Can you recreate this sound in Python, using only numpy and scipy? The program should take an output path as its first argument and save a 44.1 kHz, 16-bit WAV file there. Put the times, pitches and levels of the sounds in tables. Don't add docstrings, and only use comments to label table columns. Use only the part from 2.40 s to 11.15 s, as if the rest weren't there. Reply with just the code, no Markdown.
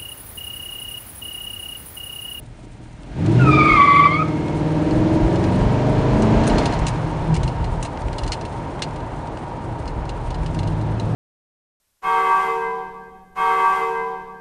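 import sys
import numpy as np
from scipy import signal
from scipy.fft import rfft, irfft, next_fast_len
from scipy.io import wavfile
from scipy.ndimage import uniform_filter1d

SR = 44100
rng = np.random.default_rng(int(sys.argv[2]) if len(sys.argv) > 2 else 0)


def wrap_up_sound(samples):
    columns = np.atleast_2d(samples).T
    tamed = np.clip(columns, -1, 1)
    steps = np.round(tamed * 32767).astype(np.int16)
    wavfile.write(sys.argv[1], SR, steps)


N = 385875

THROTTLE_OPENS_S, THROTTLE_SHUTS_S, THROTTLE_RAMP_S = 0.73, 4.3, 0.13


def from_db(db):
    return 10 ** (np.asarray(db) / 20)


def rms_one(x):
    return x / np.sqrt(np.mean(x ** 2) + 1e-20)


def in_time(rows):
    s, *columns = np.transpose(rows)
    return [np.interp(np.arange(N) / SR, s, column) for column in columns]


def drift(rate_hz):
    r = np.exp(-2 * np.pi * rate_hz * 20 / SR)
    noise = rng.standard_normal(N // 20 + 4002)
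    slow = signal.lfilter([1], [1, -2 * r, r * r], noise)[4000:]
    return np.interp(np.arange(N) / 20, np.arange(len(slow)), rms_one(slow))


def swells(events, width_s):
    t = np.arange(N) / SR
    return sum(db * np.exp(-((t - s) / width_s) ** 2) for s, db in events)


def resonance(x, hz, width_hz):
    r = np.exp(-np.pi * width_hz / SR)
    zeros = (1 - r * r) / 2 * np.array([1, 0, -1])
    poles = [1, -2 * r * np.cos(2 * np.pi * hz / SR), r * r]
    return signal.lfilter(zeros, poles, x)


def coloured(spectrum, source):
    hz, level_db = np.transpose(spectrum)
    size = next_fast_len(N + SR // 4)
    log_hz = np.log(np.arange(size // 2 + 1) * SR / size + 1e-3)
    gain = from_db(np.interp(log_hz, np.log(hz), level_db, left=-90, right=-90))
    return rms_one(irfft(rfft(source, size) * gain, size)[:N])


def pipes(x, resonances):
    for hz, width_hz, lift_db in resonances:
        x = x + (from_db(lift_db) - 1) * resonance(x, hz, width_hz)
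    return x


def engine():
    # time in seconds, four-stroke cycles per second.
    speed = [(0, 4.6), (.6, 4.65), (.72, 6), (.8, 11.5), (.98, 15.4), (1.1, 16.9), (1.54, 19.3),
             (1.75, 19.9), (2.08, 18.6), (2.57, 20.54), (3.45, 24.85), (4.22, 29), (4.32, 28.4),
             (4.49, 24.5), (4.83, 20.6), (4.93, 19.55), (5.04, 16.8), (5.16, 14.7), (5.3, 13.3),
             (5.7, 11.8), (7.95, 10), (8.08, 10.7), (8.2, 12.1), (8.32, 13), (8.47, 13.5), (8.75, 13.7)]
    # time in seconds, firing tone in dB before the response,
    # load as the level of the other orders in dB.
    effort = [(0, -45, -58), (.62, -42.5, -56), (.8, -24, -25.5), (1, -19.5, -19), (1.2, -21.5, -20),
              (1.45, -37, -29.5), (1.75, -33, -28), (2.3, -29.5, -26.5), (2.6, -30.5, -21),
              (3.2, -27.5, -21.5), (4.15, -23, -19.5), (4.4, -47, -31.5), (4.6, -56, -32),
              (4.78, -51, -36.5), (4.9, -22.5, -24), (5.05, -30.5, -32.5), (5.22, -43, -36.5),
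              (5.5, -53, -43), (7.95, -55, -42), (8.2, -22, -29), (8.4, -28.5, -29.5), (8.75, -27, -28)]
    # multiple of the cycle rate, relative level in dB.
    other_orders = [(1, -23), (2, -25), (3, -9), (4, 6), (6, -0.5), (7, -3), (9, 0.5), (10, -3.5), (11, 2),
                    (12, -5), (13, -34), (14, 2), (17, -3.5), (19, -12), (20, -5.5), (21, -4), (22, -5),
                    (23, -22), (25, -2), (26, -10), (27, -21.5), (28, -4), (29, -18), (30, -5), (31, -12.5),
                    (32, -7), (33, -27.5), (34, -18.5), (35, -20.5), (36, -15), (37, -29.5), (38, -7),
                    (39, -12), (40, -23), (41, -39), (42, -18), (43, -27), (44, -8.5)]
    # multiple of the cycle rate, level in dB against the load.
    standouts = [(5, -8), (15, -9.5), (16, -11.5), (18, -8), (24, -7.5)]
    # frequency in Hz, gain in dB.
    response = [(35, 2.5), (70, -10), (105, 1.5), (128, 7.5), (146, -1.5), (157, 8.5), (170, -1.5),
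                (187, 5), (201, -11), (215, 5.5), (240, -5), (270, -8.5), (305, 10), (328, 8.5), (360, -6),
                (382, -13), (403, 0), (440, -4), (470, -1), (545, -17), (605, -4), (700, -5)]
    # frequency in Hz, width in Hz, lift in dB.
    pipe_modes = [(125.8, 24, 10), (158.5, 40, 7), (234, 14, 2), (305.2, 37.6, 12.5), (414, 41, 4.5),
                  (611.7, 30.6, 13.5), (980, 83, 6), (1647, 31, 10.5), (4460, 490, -16.5)]
    # frequency in Hz, relative level in dB per Hz.
    roar_colour = [(35, -45), (60, -18), (119, -8.5), (203, -2), (319, -9.5), (468, -12), (606, -16.5),
                   (734, -8.5), (949, -23), (1080, -29.5), (4070, -33), (10000, -61), (13000, -95),
                   (22000, -120)]
    shut_tilt_db = -6
    roar_at_load_db, roar_follows = -28, 0.51

    cycle_hz, = in_time(speed)
    firing_db, load_db = in_time(effort)
    t = np.arange(N) / SR
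    since_open = t - THROTTLE_OPENS_S
    until_closed = THROTTLE_SHUTS_S + THROTTLE_RAMP_S - t
    pull = np.clip(np.minimum(since_open, until_closed) / THROTTLE_RAMP_S, 0, 1)
    turn = 2 * np.pi * np.cumsum(cycle_hz) / SR
    hz, pass_db = np.transpose(response)

    def tone(k, level_db):
        gain = from_db(level_db + np.interp(np.log(k * cycle_hz), np.log(hz), pass_db))
        return np.sqrt(2) * gain * np.sin(k * turn + rng.uniform(0, 2 * np.pi))

    firing = tone(8, firing_db)
    leading = firing + pull * sum(tone(k, load_db + db) for k, db in standouts)

    orders = 0
    for k, level_db in other_orders:
        waver_db = 2.5 * drift(4)
        dull_db = shut_tilt_db * (1 - pull) * (t > THROTTLE_SHUTS_S) * np.log2(k / 8)
        phase = rng.uniform(0, 2 * np.pi)
        orders = orders + from_db(level_db + waver_db + dull_db) * np.sin(k * turn + phase)
    orders = pipes(orders, pipe_modes)
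    orders = orders / np.sqrt(uniform_filter1d(orders ** 2, size=SR // 2))

    puffs = 1 + .4 * np.cos(8 * turn) + .3 * np.cos(turn)
    roar = pipes(coloured(roar_colour, puffs * rng.standard_normal(N)), pipe_modes)
    roar_db = roar_at_load_db + roar_follows * (load_db + 25)
    return leading + from_db(load_db) * orders + from_db(roar_db) * rms_one(roar)


def cabin():
    # time in seconds, body boom in dB before bumps and waver,
    # road noise in dB before the tread resonance, rasp in dB before its rings.
    mix = [(0, -41.5, -54.5, -58.5), (.65, -41, -52.5, -54.5), (.85, -40, -37, -42),
           (1.07, -36, -29.5, -36), (1.35, -38.5, -31.5, -35.5), (1.7, -45, -36, -40.5),
           (2, -43, -33, -43.5), (2.7, -34, -28, -39.5), (3.7, -28, -26, -38), (4.2, -22, -23, -33),
           (4.6, -30.5, -28.5, -42.5), (5.5, -32, -30.5, -48.5), (6.3, -34.5, -30.5, -49),
           (7.25, -36, -31.5, -52.5), (7.6, -26, -31.5, -51), (8, -26.5, -32, -49), (8.75, -32, -31, -50)]
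    # time in seconds, swell in dB.
    bumps = [(.95, 6), (1.34, 11.5), (1.61, 3), (2.17, 11), (2.31, 6), (2.56, 12), (2.85, 13), (3.24, 12),
             (3.75, 5.5), (3.97, 7), (4.46, 3), (4.85, 6), (5.02, 12), (5.21, 11), (5.34, 6.5), (5.68, 9),
             (5.85, 10.5), (6.48, 0), (6.63, 5), (8.43, 4)]
    # frequency in Hz, relative level in dB per Hz.
    boom_colour = [(15, -24.5), (26, -10.5), (36, -1.5), (46, -3), (58, -6), (90, -11.5), (140, -18),
                   (200, -45.5)]
    road_colour = [(35, -40), (60, -13), (87, -3.5), (123, -2.5), (172, -14), (189, -19.5), (227, -10.5),
                   (342, -8), (375, -10.5), (730, -11), (928, -9.5), (1040, -15.5), (5000, -50),
                   (6500, -84), (11000, -120)]
    rasp_colour = [(900, -24.5), (1200, -9.5), (2100, -12.5), (3000, -16.5), (4500, -23.5), (7000, -28.5),
                   (12000, -57)]
    hiss_colour = [(1200, -17), (2500, -7.5), (5000, -12), (8000, -11), (12000, -6.5)]
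    # frequency in Hz, width in Hz, lift in dB.
    rasp_rings = [(1605, 37, 4.5), (2210, 130, 1.5), (4230, 110, 5)]
    bump_s, boom_waver_db = 0.053, -1
    tread_hz, tread_width_hz, tread_db = 938, 26, 2
    hiss_at_rasp_db, hiss_follows = -55, 0.39

    boom_db, road_db, rasp_db = in_time(mix)
    boom_db = boom_db + swells(bumps, bump_s) + boom_waver_db * drift(4.9)
    hiss_db = hiss_at_rasp_db + hiss_follows * (rasp_db + 45)
    hiss_db = hiss_db + 2.85 * drift(28)
    boom = coloured(boom_colour, rng.standard_normal(N))
    road = coloured(road_colour, rng.standard_normal(N))
    road = road + from_db(tread_db) * resonance(road, tread_hz, tread_width_hz)
    rasp = pipes(coloured(rasp_colour, rng.standard_normal(N)), rasp_rings)
    hiss = coloured(hiss_colour, rng.standard_normal(N))
    low = from_db(boom_db) * boom + from_db(road_db) * road
    return low + from_db(rasp_db) * rasp + from_db(hiss_db) * hiss


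def drone():
    # time in seconds, lower mode in dB, upper mode in dB.
    idle, coast = [
        [(0, -41.5, -55), (.75, -47, -58)],
        [(4.3, -32, -30), (4.55, -24, -26), (4.9, -43, -32.5), (5.35, -28, -33.5), (5.6, -46, -40),
         (7.1, -49.5, -42), (7.3, -28.5, -41), (7.6, -44, -38), (7.85, -36, -55), (8, -42, -30),
         (8.35, -37, -27), (8.75, -45, -29)],
    ]
    modes_hz, width_hz = (119, 158), 9
    launch = [(idle[-1][0] + .1, -70, -70), (coast[0][0] - .1, -70, -70)]
    out = 0
    for hz, level_db in zip(modes_hz, in_time([*idle, *launch, *coast])):
        once = resonance(rng.standard_normal(N), hz, width_hz)
        mode = resonance(once, hz, width_hz)
        held = mode / np.sqrt(uniform_filter1d(mode ** 2, size=SR // 10))
        out = out + from_db(level_db) * held
    return out


def ticks():
    # start in seconds, peak in dB, trim of the low modes in dB, trim of the treble modes in dB.
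    sharp_rows = [(0.8609, -24.5, -11, -8), (2.5087, -29, -10, -25), (2.957, -27.5, -11, -27),
                  (3.0395, -24.5, -10, -23), (3.2071, -30, -8, -26), (3.8216, -18.5, -15, -9),
                  (4.036, -23, -6, -21), (4.0687, -17, -11, -6), (4.0754, -14.5, -12, -4),
                  (4.0977, -21, -12, -26), (4.1824, -14.5, -15, -23), (4.2564, -16, -15, -17),
                  (4.3241, -23, -10, -20), (4.335, -22, -10, -23), (4.3904, -23, -12, 1),
                  (4.4668, -13.5, -12, -10), (4.482, -14, -6, -7), (4.9422, -20, -15, -8),
                  (4.9513, -23, -8, -19), (4.964, -19, -11, -9), (5.032, -20, -17, -14),
                  (5.0765, -23.5, -19, -24), (5.2427, -24, -14, -24), (5.4267, -17.5, -14, -5),
                  (5.4488, -22, -10, -13), (5.4585, -23, -11, -11), (5.7294, -26.5, -8, -19),
                  (5.7833, -19.5, -17, -16), (5.8343, -23.5, -14, -20), (5.8644, -26, -13, -16),
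                  (5.877, -21.5, -14, -16), (5.9193, -13.5, -15, -24), (5.931, -18.5, -13, -18),
                  (6.011, -24.5, -19, -22), (6.0515, -23.5, -20, -16), (6.4206, -11.5, -13, -23),
                  (6.4324, -28, -15, -27), (6.5595, -29, -13, -14), (7.4773, -26.5, -17, -28),
                  (7.6535, -34, -14, -19), (7.6923, -24, -20, -18), (7.9054, -28.5, -16, -25),
                  (7.9438, -27.5, -17, -24), (8.0616, -24, -15, -17), (8.1454, -28.5, -14, -15),
                  (8.1898, -21.5, -16, -18), (8.2314, -27, -17, -23), (8.2746, -26.5, -16, -17),
                  (8.413, -33, -10, -11), (8.5974, -24, -19, -16)]
    # start in seconds, peak in dB.
    knocks = [(0.633, -35), (2.0827, -26), (5.5737, -25), (5.6186, -32), (5.6835, -25.5), (6.3934, -26.5),
              (6.5084, -33), (6.8734, -32), (6.9726, -30), (7.1157, -44), (8.0324, -34)]
    # frequency in Hz before a small shift, relative level in dB, t60 in seconds.
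    plastic = [(1900, 1.5, .008), (2280, 7, 0.0041), (2854, 4, 0.0094), (3520, -3.5, 0.0026),
               (4140, 3.5, 0.011), (4900, -1, 0.021), (6000, 5, 0.00098), (7800, -10.5, .0023),
               (10620, 7.5, 0.00063)]
    chatter_t60_s, chatter_grows_s = 0.055, 0.0011
    faint_per_s, faint_db = 1.5, -35
    knock_body_db, knock_treble_db, knock_t60_s = 10, -30, .018

    faint_s = np.cumsum(rng.exponential(1 / faint_per_s, size=40)) + THROTTLE_OPENS_S
    faint = [(s, faint_db, -10, -18) for s in faint_s if s < N / SR]
    sharp = [(*row, chatter_t60_s + chatter_grows_s * (row[1] + 24)) for row in [*sharp_rows, *faint]]
    dull = [(s, db, knock_body_db, knock_treble_db, knock_t60_s) for s, db in knocks]

    out = np.zeros(N + SR)
    length = SR // 8
    t = np.arange(length) / SR
    mode_hz = np.transpose(plastic)[0]
    for s, peak_db, body_db, treble_db, t60 in dull + sharp:
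        decay = from_db(-60 * t / np.clip(t60, .005, .2))
        chatter = rng.standard_normal(length) * decay * np.minimum(t / .0005, 1)
        chatter[round(.0005 * SR)] += 4.0
        trim_db = rng.normal(0, 2, len(plastic)) + body_db * (mode_hz < 2500) + treble_db * (mode_hz > 5500)
        shifts = rng.normal(1, .015, len(plastic))
        sound = 0
        for (hz, level_db, ring_s), own_db, shift in zip(plastic, trim_db, shifts):
            width_hz = np.log(1000) / np.pi / ring_s
            sound = sound + from_db(level_db + own_db) * resonance(chatter, hz * shift, width_hz)
        at = round(s * SR)
        out[at:at + length] += from_db(peak_db) * sound / np.max(np.abs(sound))
    return out[:N]


def tyre(rows, grips, overtones, waver, jitter, throb_db, rough, steepen):
    hz, level_db = in_time(rows)
    level_db = level_db - swells(grips, width_s=0.0071)
    t = np.arange(N) / SR
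    fade_in = np.clip((t - rows[0][0]) / 0.073, 0, 1)
    fade_out = np.clip((rows[-1][0] - t) / 0.027, 0, 1)
    unsteady_hz = hz * (1 + waver * drift(38.8) + jitter * drift(210))
    turn = 2 * np.pi * np.cumsum(unsteady_hz) / SR
    tone = 0
    for k, share_db in overtones:
        above = max(k - 1, 0)
        scatter = rough * above * drift(150)
        strain_db = steepen * above * (level_db - level_db.max())
        gain = from_db(share_db + strain_db + throb_db * drift(53))
        tone = tone + gain * np.sin(k * turn + scatter)
    return np.sqrt(2) * fade_in * fade_out * from_db(level_db) * tone


def street(x):
    tail = rng.standard_normal(SR) * from_db(-60 * np.arange(SR) / SR / .5)
    tail = tail / np.sqrt(np.sum(tail ** 2))
    wet_db = -13
    return x + from_db(wet_db) * signal.fftconvolve(x, tail)[:N]


def scene():
    # time in seconds, slip rate in Hz before waver, level in dB before its overtone shares.
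    slip_one = [(.97, 1440, -40), (1, 1450, -20.5), (1.05, 1330, -32.5), (1.075, 1289, -19),
                (1.14, 1235, -16.5), (1.2, 1228, -15), (1.358, 1223, -14), (1.382, 1141, -12),
                (1.668, 1149, -12.5), (1.696, 1140, -21), (1.765, 1222, -25.5), (1.826, 1269, -19),
                (1.87, 1230, -50)]
    # time in seconds, that octave in Hz before waver, level in dB before its overtone shares.
    slip_two = [(.97, 2850, -33.5), (1.06, 2503, -31.5), (1.13, 2385, -19.5), (1.27, 2305, -20),
                (1.31, 2204, -15.5), (1.42, 2048, -25), (1.6, 2080, -21.5), (1.65, 2022, -24.5),
                (1.75, 2185, -20), (1.82, 2406, -35), (1.86, 2167, -42), (2.25, 2150, -50)]
    # time in seconds, drop in dB.
    grips_one = [(1.158, 29)]
    grips_two = [(1.104, 7.8), (1.18, 10), (1.346, 13), (1.632, 13)]
    # multiple of the tyre's tabled pitch, share in dB.
    overtones_one = [(1, 0), (2, -14), (3, -27), (4, -37)]
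    overtones_two = [(.5, -13.5), (1, -2), (1.5, -20), (2, -26)]

    first = tyre(slip_one, grips_one, overtones_one,
                 waver=0.00526, jitter=0.0075, throb_db=3.5, rough=0.48, steepen=1.0)
    second = tyre(slip_two, grips_two, overtones_two,
                  waver=.011, jitter=.017, throb_db=2.5, rough=1.7, steepen=0.11)
    mix = engine() + cabin() + drone() + ticks() + street(first + second)
    return mix[None]


def record(dry):
    ceiling = .97
    stop_hz = 10550
    thinned = signal.sosfilt(signal.butter(2, 27, "high", fs=SR, output="sos"), dry)
    rounded = thinned / (1 + np.abs(thinned / ceiling) ** 8) ** (1 / 8)
    return signal.sosfilt(signal.cheby2(18, 70, stop_hz, fs=SR, output="sos"), rounded)


dry = scene()
out = record(dry)
wrap_up_sound(out)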